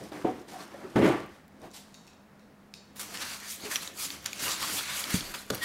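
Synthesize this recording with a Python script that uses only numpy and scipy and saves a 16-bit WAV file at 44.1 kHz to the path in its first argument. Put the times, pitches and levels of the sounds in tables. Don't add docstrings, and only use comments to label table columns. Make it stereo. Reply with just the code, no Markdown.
import sys
import numpy as np
from scipy import signal
from scipy.fft import rfft, irfft, next_fast_len
from scipy.io import wavfile
from scipy.ndimage import uniform_filter1d

SR = 44100
rng = np.random.default_rng(int(sys.argv[2]) if len(sys.argv) > 2 else 0)


def transcribe(signal):
    frames = np.atleast_2d(signal).T
    limited = np.clip(frames, -1, 1)
    pcm = np.round(limited * 32767).astype(np.int16)
    wavfile.write(sys.argv[1], SR, pcm)


def nominal_scale(level):
    x = np.asarray(level, float) / 20
    return 10 ** x


N = 248724


def unit(x):
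    return x / np.sqrt(np.mean(x ** 2) + 1e-20)


def along(points, hz):
    f, v = np.transpose(points)
    return np.interp(np.log(hz + 1), np.log(f + 1), v)


def add(track, s, sound):
    part = track[..., round(s * SR):][..., :sound.shape[-1]]
    part += sound[..., :part.shape[-1]]


def filtered(x, response):
    m = next_fast_len(N + SR // 2)
    return irfft(rfft(x, m) * response(np.fft.rfftfreq(m, 1 / SR)), m)[..., :N]


def colour(spectrum):
    return lambda hz: nominal_scale(along(spectrum, hz)) * np.minimum(hz / spectrum[0][0], 1) ** 3


def modes(table):
    def response(f):
        total = 0
        for k, (centre, width, db) in enumerate(table):
            resonance = 1j * f * width / (centre * centre - f * f + 1j * f * width)
            total = total + (-1) ** k * nominal_scale(db) * resonance
        return total
    return response


def strokes(rows, fade_db_per_s, offset_db=0, follows=0):
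    t = np.arange(0, N + 16, 16) / SR
    power = np.zeros(len(t))
    for s, rise, hold, db, *kind in rows:
        rise_db = 20 * (np.maximum(s - t, 0) / max(rise, 0.003)) ** 0.94
        fade_db = fade_db_per_s * np.maximum(t - s - hold, 0)
        loss_db = np.minimum(rise_db + fade_db, 150)
        power += nominal_scale(db + offset_db + follows * sum(kind) - loss_db) ** 2
    return np.interp(np.arange(N) / SR, t, np.sqrt(power))


# [f/Hz, likeness/1]
LIKENESS = [(60, 1), (250, 1), (1000, 0.9), (2000, 0.73), (4000, 0.51), (8000, 0.029), (14000, 0.02)]


def friction(response, patchy_db, slip_db, slips):
    z = signal.stft(rng.standard_normal((2, N)), nperseg=256)[2]
    patches = uniform_filter1d(rng.standard_normal(z.shape[1:]), 4, axis=0)
    patches = unit(uniform_filter1d(patches, 18, axis=1))
    pair = signal.istft(z * nominal_scale(patchy_db * patches), nperseg=256)[1][:, :N]

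    slip_sizes = np.minimum(rng.exponential(size=N // 20), 3.5)
    when = np.arange(N) * np.clip(slips, 5, 2000) / SR
    pair = pair * nominal_scale(slip_db * np.interp(when, np.arange(len(slip_sizes)), slip_sizes))

    def spread(hz):
        angle = np.arccos(np.clip(along(LIKENESS, hz), -1, 1)) / 2
        return response(hz) * [np.cos(angle), np.sin(angle)]
    mid, side = filtered(pair, spread)
    return unit(np.array([mid + side, mid - side]))


# [f/Hz, level/dB per Hz]
HUSH = [(13, -68), (22, -29), (80, -6.5), (174, -8.5), (205, -4.5), (310, -7.5), (398, -9.5), (444, -8.5),
        (690, -10), (961, -13), (1810, -16), (2900, -25.5), (13600, -34.5), (16000, -34)]
# [f/Hz, width/Hz, level/dB]
APPLIANCE = [(130, 26, -80), (156.3, 12, -68.5), (203.8, 20, -67.5), (262.4, 18, -69.5)]
# [t/s, level/dB]
TRAFFIC = [
    (0, -57),
    (.9, -81),
    (1.08, -49),
    (1.49, -74),
    (2.34, -85),
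    (3.27, -66),
    (3.63, -76.5),
    (4.2, -62.5),
    (5.64, -65.5),
]
# [t/s, rise/s, hold/s, level/dB]
TABLE_SWAYS = [
    (1.02, 0.073, .08, -66),
    (5.23, 0.088, 0.018, -54.5),
]


def quiet():
    t = np.arange(N) / SR

    def blur(hz, width):
        return unit(filtered(rng.standard_normal(N), lambda f: modes([(hz, width, 0)])(f) ** 2))

    hush = nominal_scale(-58) * friction(colour(HUSH), patchy_db=0.5, slip_db=0.1, slips=40)
    hum = sum(nominal_scale(db) * blur(hz, width) for hz, width, db in APPLIANCE)
    hum += nominal_scale(-58) * np.sin(2 * np.pi * 204 * t + 0.9 * blur(6, 10))
    traffic = nominal_scale(np.interp(t, *np.transpose(TRAFFIC))) * blur(80, 29)
    sway = (nominal_scale(-78.5) + strokes(TABLE_SWAYS, fade_db_per_s=106)) * blur(22, 22)
    return hush + hum + traffic + sway


# [f/Hz, t60/s]
ROOM_DECAY = [(100, 0.22), (500, 0.21), (2000, 0.66), (6000, 0.57), (14000, 0.14)]


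def room(x):
    hz, t, z = signal.stft(rng.standard_normal((2, SR * 2 // 3)), SR, nperseg=256)
    likeness = along(LIKENESS, hz)[:, None]
    z[1] = likeness * z[0] + np.sqrt(1 - np.clip(likeness, 0, 1) ** 2) * z[1]
    decay = nominal_scale(-60 * t / along(ROOM_DECAY, hz)[:, None])
    tail = signal.istft(z * decay, SR, nperseg=256)[1]
    late = np.pad(x.mean(axis=0), (200, 0))[None]
    return signal.fftconvolve(late, tail / np.linalg.norm(tail[0]), axes=1)[:, :N]


# [t/s, rise/s, hold/s, drumming level/dB, sliding: hiss over drumming/dB]
CARTON_MOVES = [(0, .02, 0.003, -39, -13.5), (.03, 0.016, .02, -51.5, -1), (.121, 0.0073, 0.1, -45.5, -9),
                (.252, 0.011, 0.031, -33.5, -22), (.3, 0.15, 0.11, -48.5, -11),
                (.485, 0.015, 0.063, -52.5, 1.5), (.61, 0.13, 0.0042, -44, -4.5),
                (.72, 0.08, 0.12, -54, -6), (.86, 0.19, 0.0017, -47.5, -13), (.9, 0.038, .05, -57, -2),
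                (.96, 0.0032, 0.026, -19.5, -28.5), (1.05, 0.076, 0.029, -20, -21.5),
                (1.18, 0.22, 0.025, -40.5, -16), (1.32, 0.14, 0.041, -68, 5.5),
                (1.64, 0.12, 0.016, -48.5, -13.5), (1.745, 0.018, 0.021, -67, 20.5),
                (1.83, 0.051, 0.21, -86.5, 19.5)]
# [t/s, rise/s, hold/s, level/dB]
EDGE_SCUFFS = [
    (0.727, 0.14, 0.098, -57),
    (.958, 0.0033, 0.0082, -37.5),
    (1.025, 0.023, 0.0041, -34),
    (1.062, .04, 0.047, -37.5),
    (.248, .004, 0.016, -58),
    (0.124, 0.011, 0.025, -52.5),
]
# [f/Hz, width/Hz, level/dB]
CARTON_PANELS = [(70.6, 18, -34), (135, 93, -7), (204, 26, 0.5), (245, 15, 4), (299.5, 19.7, 5),
                 (336, 33, 5), (401, 70, -0.5), (497, 74, -1.5), (567, 30, -3.5), (619, 44, -4.5),
                 (750, 23, -18)]
# [f/Hz, level/dB per Hz]
EDGE_COLOUR = [(700, -0.5), (1000, -3.5), (1550, -7), (2100, -9.5), (2600, -12.5), (4000, -20.5),
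               (5200, -42), (8800, -120)]
# [f/Hz, level/dB per Hz]
PAPER_COLOUR = [(1760, -17.5), (3000, -10.5), (4660, -8), (9140, -12), (10000, -14), (15000, -19),
                (16000, -46)]


def carton():
    fade = 174
    drum = strokes(CARTON_MOVES, fade)
    face = strokes(CARTON_MOVES, fade, follows=1)
    edge = strokes(CARTON_MOVES, fade, offset_db=-1, follows=0.52) + strokes(EDGE_SCUFFS, fade)

    def hollow(f):
        return modes(CARTON_PANELS)(f) / (1 + (f / 1100) ** 4) / (1 + (60 / (f + 1)) ** 6)

    sound = drum * friction(hollow, patchy_db=0.5, slip_db=2.0, slips=110)
    scrape = edge * friction(colour(EDGE_COLOUR), patchy_db=2.0, slip_db=0.5, slips=180)
    sound += nominal_scale([[1.2], [-1.2]]) * scrape
    sound += face * friction(colour(PAPER_COLOUR), patchy_db=-1.0, slip_db=2.0, slips=380)
    return sound * nominal_scale([[0.3], [-0.3]])


# [t/s, peak level/dB, f/Hz, t60/s, lower mode level/dB]
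BLOWS = [(.118, -31, 600, 0.025, -5), (0.2452, -16.5, 327, 0.12, -14), (0.247, -17, 423, 0.066, -32),
         (0.743, -30.5, 567, 0.039, -10), (.957, -15.5, 217, 0.13, -7.5), (1.028, -14, 336, 0.12, -8),
         (.247, -22.5, 730, 0.042, -10), (0.412, -32.5, 380, 0.038, -17), (3.637, -26.5, 278, 0.019, -22),
         (3.652, -38, 417, 0.13, -7), (4.426, -26, 254, 0.028, -8), (5.1423, -8.5, 184, 0.04, -13),
         (5.5044, -15, 433, 0.023, -8.5), (5.506, -28, 191, 0.089, -6.5), (0.954, -32, 200, 0.023, -6)]


def knocks():
    track, t = np.zeros(N), np.arange(SR // 3) / SR
    for s, db, hz, t60, lower_db in BLOWS:
        turn = 2 * np.pi * hz * t
        fade_db = 60 * t / max(t60, 0.02)
        ring = nominal_scale(-fade_db) * (np.sin(turn) + 0.43 * np.sin(1.237 * turn))
        upper_db = -5.5 + 0.43 * db
        ring += nominal_scale(upper_db - 2.0 * fade_db) * np.sin(2.12 * turn)
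        ring += nominal_scale(lower_db - 0.54 * fade_db) * np.sin(0.62 * turn)
        rise = 1 - np.exp(-t * hz / 0.65)
        add(track, s, -nominal_scale(db) * rise * ring)
    return track


# [t/s, level/dB]
BLADE_JOLTS = [
    (1.706, -52),
    (1.714, -43),
    (1.943, -40),
    (2.068, -47),
    (2.075, -46),
    (2.395, -53),
    (2.739, -36),
    (2.853, -57),
]
# [f/Hz, width/Hz, level/dB]
BLADE_MODES = [(2550, 300, -5.5), (3800, 240, 0), (4600, 230, -6), (5400, 400, -3.5), (7000, 3000, -9)]


def knife():
    track, t = np.zeros(N), np.arange(SR // 40) / SR
    for s, db in BLADE_JOLTS:
        tap = t == 0
        chatter = 0.23 * nominal_scale(-60 * t / 0.012) * rng.standard_normal(len(t))
        add(track, s, nominal_scale(db + 20) * (chatter + tap))
    return filtered(track, lambda f: modes(BLADE_MODES)(f) / (1 + (1900 / (f + 1)) ** 6))


# [t/s, peak level/dB, lower f/Hz, upper f/Hz, pan/dB]
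SNAPS = [(0.12, -32, 900, 1540, 6), (0.246, -34, 1080, 1710, 8), (4.3936, -23, 2680, 3850, 2),
         (0.956, -47, 2100, 4400, 5), (1.6173, -41.5, 5800, 8800, 10), (2.739, -26, 2500, 5050, -6),
         (2.995, -23, 1580, 7100, 1), (3.145, -40, 2940, 4900, .6), (3.173, -20.5, 2880, 7260, -3),
         (3.2216, -24, 3660, 4360, 8), (3.713, -25, 2070, 5600, 11), (3.758, -5, 3240, 5800, 1),
         (3.7636, -12.5, 2480, 5560, -7), (3.748, -27, 3320, 5900, 2), (3.8753, -19.5, 3860, 7000, -1),
         (4.1039, -15, 3737, 4380, -.6), (4.26, -9.5, 4640, 7000, -1), (4.3309, -16, 2350, 6730, -1),
         (4.481, -12, 2770, 4600, -.6), (4.49, -31, 2310, 4540, .6), (4.509, -16, 3000, 4600, 2.1),
         (4.628, -16.5, 2230, 4630, 4), (5.0405, -13, 3400, 4600, 2), (5.2072, -16, 3420, 5420, -4),
         (5.3427, -30, 2330, 6300, -1), (5.5018, -16, 3500, 6700, -4), (5.505, -18.5, 1300, 3600, 1)]
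# [t/s, peak level/dB, lower f/Hz, upper f/Hz]
KNIFE_TICKS = [
    (1.944, -43, 2650, 4600),
    (1.949, -40, 2470, 6340),
    (2.079, -42, 2580, 5400),
    (2.133, -46.5, 3300, 5600),
]
# [t/s, peak level/dB, lower f/Hz, upper f/Hz]
TAPE_CRACKLES = [(3.4, -38, 3380, 4380), (4.2268, -40, 3200, 4400), (4.362, -50, 3300, 4400),
                 (2.9595, -39, 3500, 5000), (2.967, -36, 3300, 5200), (3.0016, -36, 3500, 7000),
                 (4.2436, -32, 2700, 6500), (5.106, -21, 2200, 5460), (5.5465, -22, 2830, 6500),
                 (5.5524, -23, 2300, 4400), (3.6138, -42, 2100, 4400), (3.718, -37, 5500, 8000),
                 (5.4646, -48, 2660, 4400), (1.262, -49, 4000, 7000), (1.48, -49, 4000, 7000)]


def clicks():
    track, t = np.zeros((2, N)), np.arange(SR // 60) / SR
    rows = [(*row, -8) for row in SNAPS]
    rows += [(*row, 20, -8) for row in KNIFE_TICKS]
    rows += [(*row, -1, 25.5) for row in TAPE_CRACKLES]
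    shape = (1 - np.exp(-t / 0.0006)) * nominal_scale(-60 * t / 0.0079)
    for s, db, low_hz, high_hz, pan_db, treble_db in rows:
        noise = rng.standard_normal(len(t))
        crack = uniform_filter1d(noise, size=5) - uniform_filter1d(noise, size=15)
        ring = np.sin(2 * np.pi * low_hz * t) + 1.07 * np.sin(2 * np.pi * high_hz * t)
        ring += 0.46 * np.sin(np.pi * (low_hz + high_hz) * t)
        spark = nominal_scale(treble_db - 12) * np.diff(noise, 2, prepend=[0, 0]) / 3.6
        snap = nominal_scale(db - 6) * shape * (ring + 1.78 * crack + spark)
        add(track, s, snap * nominal_scale([[pan_db / 2], [-pan_db / 2]]))
    return track


# [t/s, length/s, f/Hz, level/dB, blur: share
SLIPS_AND_RINGS = [(0.115, 0.061, 750, -41, 1.5), (0.133, 0.066, 1947, -43, 1.5),
                   (0.522, 0.054, 738, -36, 2.03), (0.587, .03, 1070, -44, 1.5),
                   (0.601, 0.02, 4580, -44, 0.76), (0.734, 0.028, 1780, -48, .8),
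                   (.838, 0.022, 1340, -47, 1.1), (0.839, 0.027, 385, -34, 1), (1.605, .075, 3770, -62, 0.3),
                   (1.6, .07, 2550, -73, 0.57), (1.618, 0.07, 750, -41, 3.77), (1.742, .09, 4030, -60, 0.96),
                   (3.137, 0.027, 2860, -37.5, 1), (3.202, .04, 1700, -37, 1.9),
                   (3.206, 0.054, 3800, -39, 1.1), (3.241, .12, 4580, -40, 0.79),
                   (3.257, 0.13, 1492, -41.5, 2.01), (3.4, 0.12, 1760, -45.5, 1.63),
                   (3.707, 0.04, 1779, -31.5, 1.3), (3.803, 0.026, 4160, -37, 0.52),
                   (3.974, 0.046, 1296, -41.5, 1), (4.032, 0.041, 7000, -33, 0.57),
                   (4.412, 0.09, 2817, -34, 0.56), (4.464, 0.041, 1112, -31.5, 2.14),
                   (4.5, .035, 4400, -45, 0.53), (4.616, 0.039, 1184, -27.5, 2.44),
                   (4.718, 0.09, 7530, -36, 0.63), (4.764, 0.044, 3510, -29, 0.97),
                   (4.861, 0.13, 1562, -37.5, 1.99), (4.881, 0.094, 3630, -34.5, 0.75),
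                   (5.103, 0.03, 2090, -35.5, 0.68), (5.343, 0.017, 2340, -45, 0.31),
                   (5.372, .03, 4160, -42, 0.58), (5.609, 0.073, 1890, -29, 0.34),
                   (0.997, .18, 340.2, -23, 0.93), (0.971, 0.092, 245, -20, 1.1),
                   (2.747, .09, 4850, -60, 0.48), (3.976, 0.041, 2290, -46, 0.84),
                   (1.085, .12, 335.5, -33, .8), (1.026, 0.087, 637, -30, 1.1),
                   (4.029, 0.15, 290.5, -47.5, 2.1), (0.722, 0.044, 980, -62, 2),
                   (0.25, .065, 740, -30, .3), (.262, 0.043, 1150, -44, .6), (0.268, .03, 1200, -43, .6),
               (.19, 0.055, 380, -42, .8), (.33, .045, 370, -40, 0.97), (2.74, 0.073, 3760, -60, .45),
               (2.738, .07, 5050, -58, .5), (2.066, .11, 3800, -64, .7), (2.069, 0.065, 2580, -62, 0.43),
               (3.14, 0.022, 1740, -37, 1.34), (3.203, 0.034, 5800, -39, .8),
               (3.215, .025, 4500, -36, 0.76), (3.42, 0.11, 2100, -48, 1.5), (3.46, 0.054, 4600, -44, 0.57),
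               (3.469, 0.055, 6100, -40, .6), (3.992, 0.063, 1300, -45.5, 0.74),
               (4.0, 0.072, 5000, -35, 0.66), (4.492, 0.033, 6200, -32, 0.65),
               (4.929, .08, 1150, -40.5, 1.6), (5.087, 0.017, 300, -40, 1), (5.515, 0.028, 510, -37.5, 1),
               (5.575, .025, 500, -44, 1), (.255, .06, 300, -33, .6), (1.63, 0.038, 650, -43, 1.9),
               (4.9, .04, 140, -46, 1), (4.5, .04, 4000, -36, .9), (1.025, 0.027, 1260, -25.5, 1),
               (1.11, 0.18, 1160, -45.5, 1.1), (.956, .02, 1210, -26.5, 1.9),
               (1.938, 0.082, 4600, -71, 0.36)]


def squeaks():
    track = np.zeros(N)
    for s, length, hz, db, blur in SLIPS_AND_RINGS:
        t = np.arange(int(length * SR)) / SR
        wander = blur * 0.1167 * (hz / 1600) ** 1.097
        steps = rng.standard_normal((3, len(t)))
        phase = np.cumsum(wander * steps, axis=1) + np.arange(3)[:, None]
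        patches = np.sin(2 * np.pi * hz * t + phase).sum(axis=0)
        swell = np.sqrt(np.abs(np.sin(np.pi * t / length)))
        add(track, s, nominal_scale(db - 9) * swell * patches)
    return track


# [t/s, length/s, jump level/dB]
HAND_GRIPS = [(2.994, 0.032, 11.5), (3.138, 0.025, 7), (3.712, 0.11, 9), (3.7, 0.012, 7),
              (4.254, 0.014, 13.5), (4.614, 0.046, 3), (3.028, 0.008, 5), (4.391, 0.023, 6.5),
              (6.4, 0.021, 2), (3.4, 0.01, 6), (5.138, 0.0085, 5), (5.092, 0.042, 2), (5.338, 0.029, 15.5),
              (5.5005, 0.0072, 30), (6.3, 0.011, 16), (3.204, 0.01, 1.5), (3.875, 0.007, 3),
              (5.04, .005, 3), (3.765, 0.0063, 5), (6.8, 0.011, -1), (3.829, 0.0043, 1), (4.329, 0.0059, 2),
              (4.6, 0.015, 2), (4.062, 0.026, -2.5), (3.012, .006, 4), (3.829, .004, 5)]


def grips():
    jump_db, t = np.zeros(N), np.arange(SR // 8) / SR
    for s, length, db in HAND_GRIPS:
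        add(jump_db, s, db * (1 - np.exp(-t / 0.002)) / (1 + (t / length) ** 4))
    return nominal_scale(jump_db)


# [t/s, rise/s, hold/s, rub level/dB, lightness: bead fizz over rub/dB]
HAND_STROKES = [(2.965, 0.0099, 0.11, -52, 4), (3.13, 0.15, 0.071, -47, -4),
                (3.22, 0.063, 0.0054, -36, -7.5), (3.27, 0.078, 0.076, -42.5, -2),
                (3.44, 0.13, 0.03, -45.5, -9), (3.5, 0.07, 0.02, -44, 7.5),
                (3.655, 0.094, 0.0041, -39.5, -4.5), (3.7, 0.041, 0.054, -47.5, 2),
                (3.83, 0.056, 0.033, -44, -2), (4.0, 0.056, 0.05, -38, 4), (4.11, 0.065, 0.034, -45, -2),
                (4.272, 0.039, 0.007, -44, -6), (4.43, 0.028, 0.026, -37, 4.5),
                (4.52, 0.24, 0.0027, -32.5, -3), (4.61, 0.11, 0.083, -37.5, -4),
                (4.73, 0.15, 0.05, -39.5, 6), (4.785, 0.09, 0.003, -36.5, -5),
                (4.9, 0.33, 0.082, -38.5, -8.5), (5.0, 0.24, 0.0028, -36, 1.2),
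                (5.15, 0.19, 0.014, -33, -2.5), (5.25, 0.3, 0.066, -46.5, -0.5),
                (5.385, 0.059, 0.028, -49.5, 0), (5.535, 0.095, 0.051, -46, -2),
                (5.63, 0.026, .02, -33, -3)]
# [t/s, rise/s, hold/s, rumble level/dB]
TABLE_DRAGS = [(2.97, 0.059, .12, -58), (3.13, 0.13, 0.03, -51.5), (3.22, 0.067, .005, -50.5),
               (3.65, 0.11, 0.042, -47.5), (3.87, 0.25, 0.016, -54), (4.07, 0.5, 0.14, -57),
               (4.275, 0.16, 0.16, -55.5), (4.465, 0.12, 0.0055, -42.5), (4.55, .1, 0.049, -52.5),
               (4.74, 0.26, .005, -45.5), (4.85, 0.12, 0.18, -60), (5.08, 0.051, 0.018, -49),
               (5.2, 0.27, 0.15, -50), (5.535, 0.049, 0.0039, -41.5), (5.64, .12, 0.0041, -50)]
# [t/s, left over right level/dB]
HAND_PLACES = [
    (2.95, 4.5),
    (3.13, 1.0),
    (3.24, 3),
    (3.81, 1.5),
    (3.96, -0.5),
    (4.77, 2),
    (4.87, 0),
    (5.56, 0.5),
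    (5.64, 3),
]
# [f/Hz, level/dB per Hz]
RUB_COLOUR = [(1290, -26), (2200, -5), (3190, -6), (4560, -3), (5170, -6.5), (5660, -4), (8000, -9),
              (10400, -13), (17600, -120)]
# [f/Hz, level/dB per Hz]
BLOCK_COLOUR = [(560, -10.5), (800, -11.5), (1000, -6.5), (1250, -4.5), (1760, -6.5), (2700, -12),
                (3500, -11), (5900, -120)]
# [f/Hz, level/dB per Hz]
FIZZ_COLOUR = [(4120, -19.5), (7000, -11.5), (12600, -11.5), (15750, -20.5), (16300, -54)]
# [f/Hz, level/dB per Hz]
TABLE_COLOUR = [(32, -40), (55, -47), (75, -4), (108, -7.5), (151, -4.5), (323, 1.5), (432, -5), (800, -6),
                (1040, -30), (1760, -120)]


def foam():
    fade = 220
    rub = strokes(HAND_STROKES, fade)
    fizz = strokes(HAND_STROKES, fade, follows=0.98)
    block = strokes(HAND_STROKES, fade, offset_db=-9.5, follows=-0.45)
    table = strokes(TABLE_DRAGS, fade_db_per_s=157)
    block = block + nominal_scale(-5) * table

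    sound = rub * friction(colour(RUB_COLOUR), patchy_db=2.5, slip_db=1.1, slips=360)
    sound += block * friction(colour(BLOCK_COLOUR), patchy_db=1.5, slip_db=2.0, slips=150)
    sound += fizz * friction(colour(FIZZ_COLOUR), patchy_db=1.5, slip_db=1.4, slips=150)
    pan_db = 0.89 * np.interp(np.arange(N) / SR, *np.transpose(HAND_PLACES))
    sound = sound * grips() * nominal_scale(np.outer([0.5, -0.5], pan_db))
    rumble = table * friction(colour(TABLE_COLOUR), patchy_db=1.3, slip_db=-2.0, slips=120)
    return sound + rumble


def scene():
    rubbing = carton() + foam() + squeaks()
    blows, snaps, blade = knocks(), clicks(), knife()
    echo = room(nominal_scale(-11) * rubbing + nominal_scale(-6) * blows + nominal_scale(-15.5) * snaps + nominal_scale(2.5) * blade)
    return rubbing + blows + snaps + blade + echo + quiet()


def roll_off(x):
    return signal.sosfilt(signal.butter(12, 16500, fs=SR, output="sos"), x)


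# [f/Hz, lead/rad]
PORT_LEAD = [(50, -.1), (130, -.16), (290, -.42), (600, -.4), (3300, -.05), (8000, 0)]


def record(dry):
    def camera(hz):
        lead = np.exp(0.5j * along(PORT_LEAD, hz) * [[1], [-1]])
        return lead / (1 + (hz / 15870) ** 400)

    mix = filtered(dry, camera)
    mix = mix / (1 + np.abs(mix / 0.36) ** 4) ** (1 / 4)
    return roll_off(mix)


dry = scene()
out = record(dry)
transcribe(out)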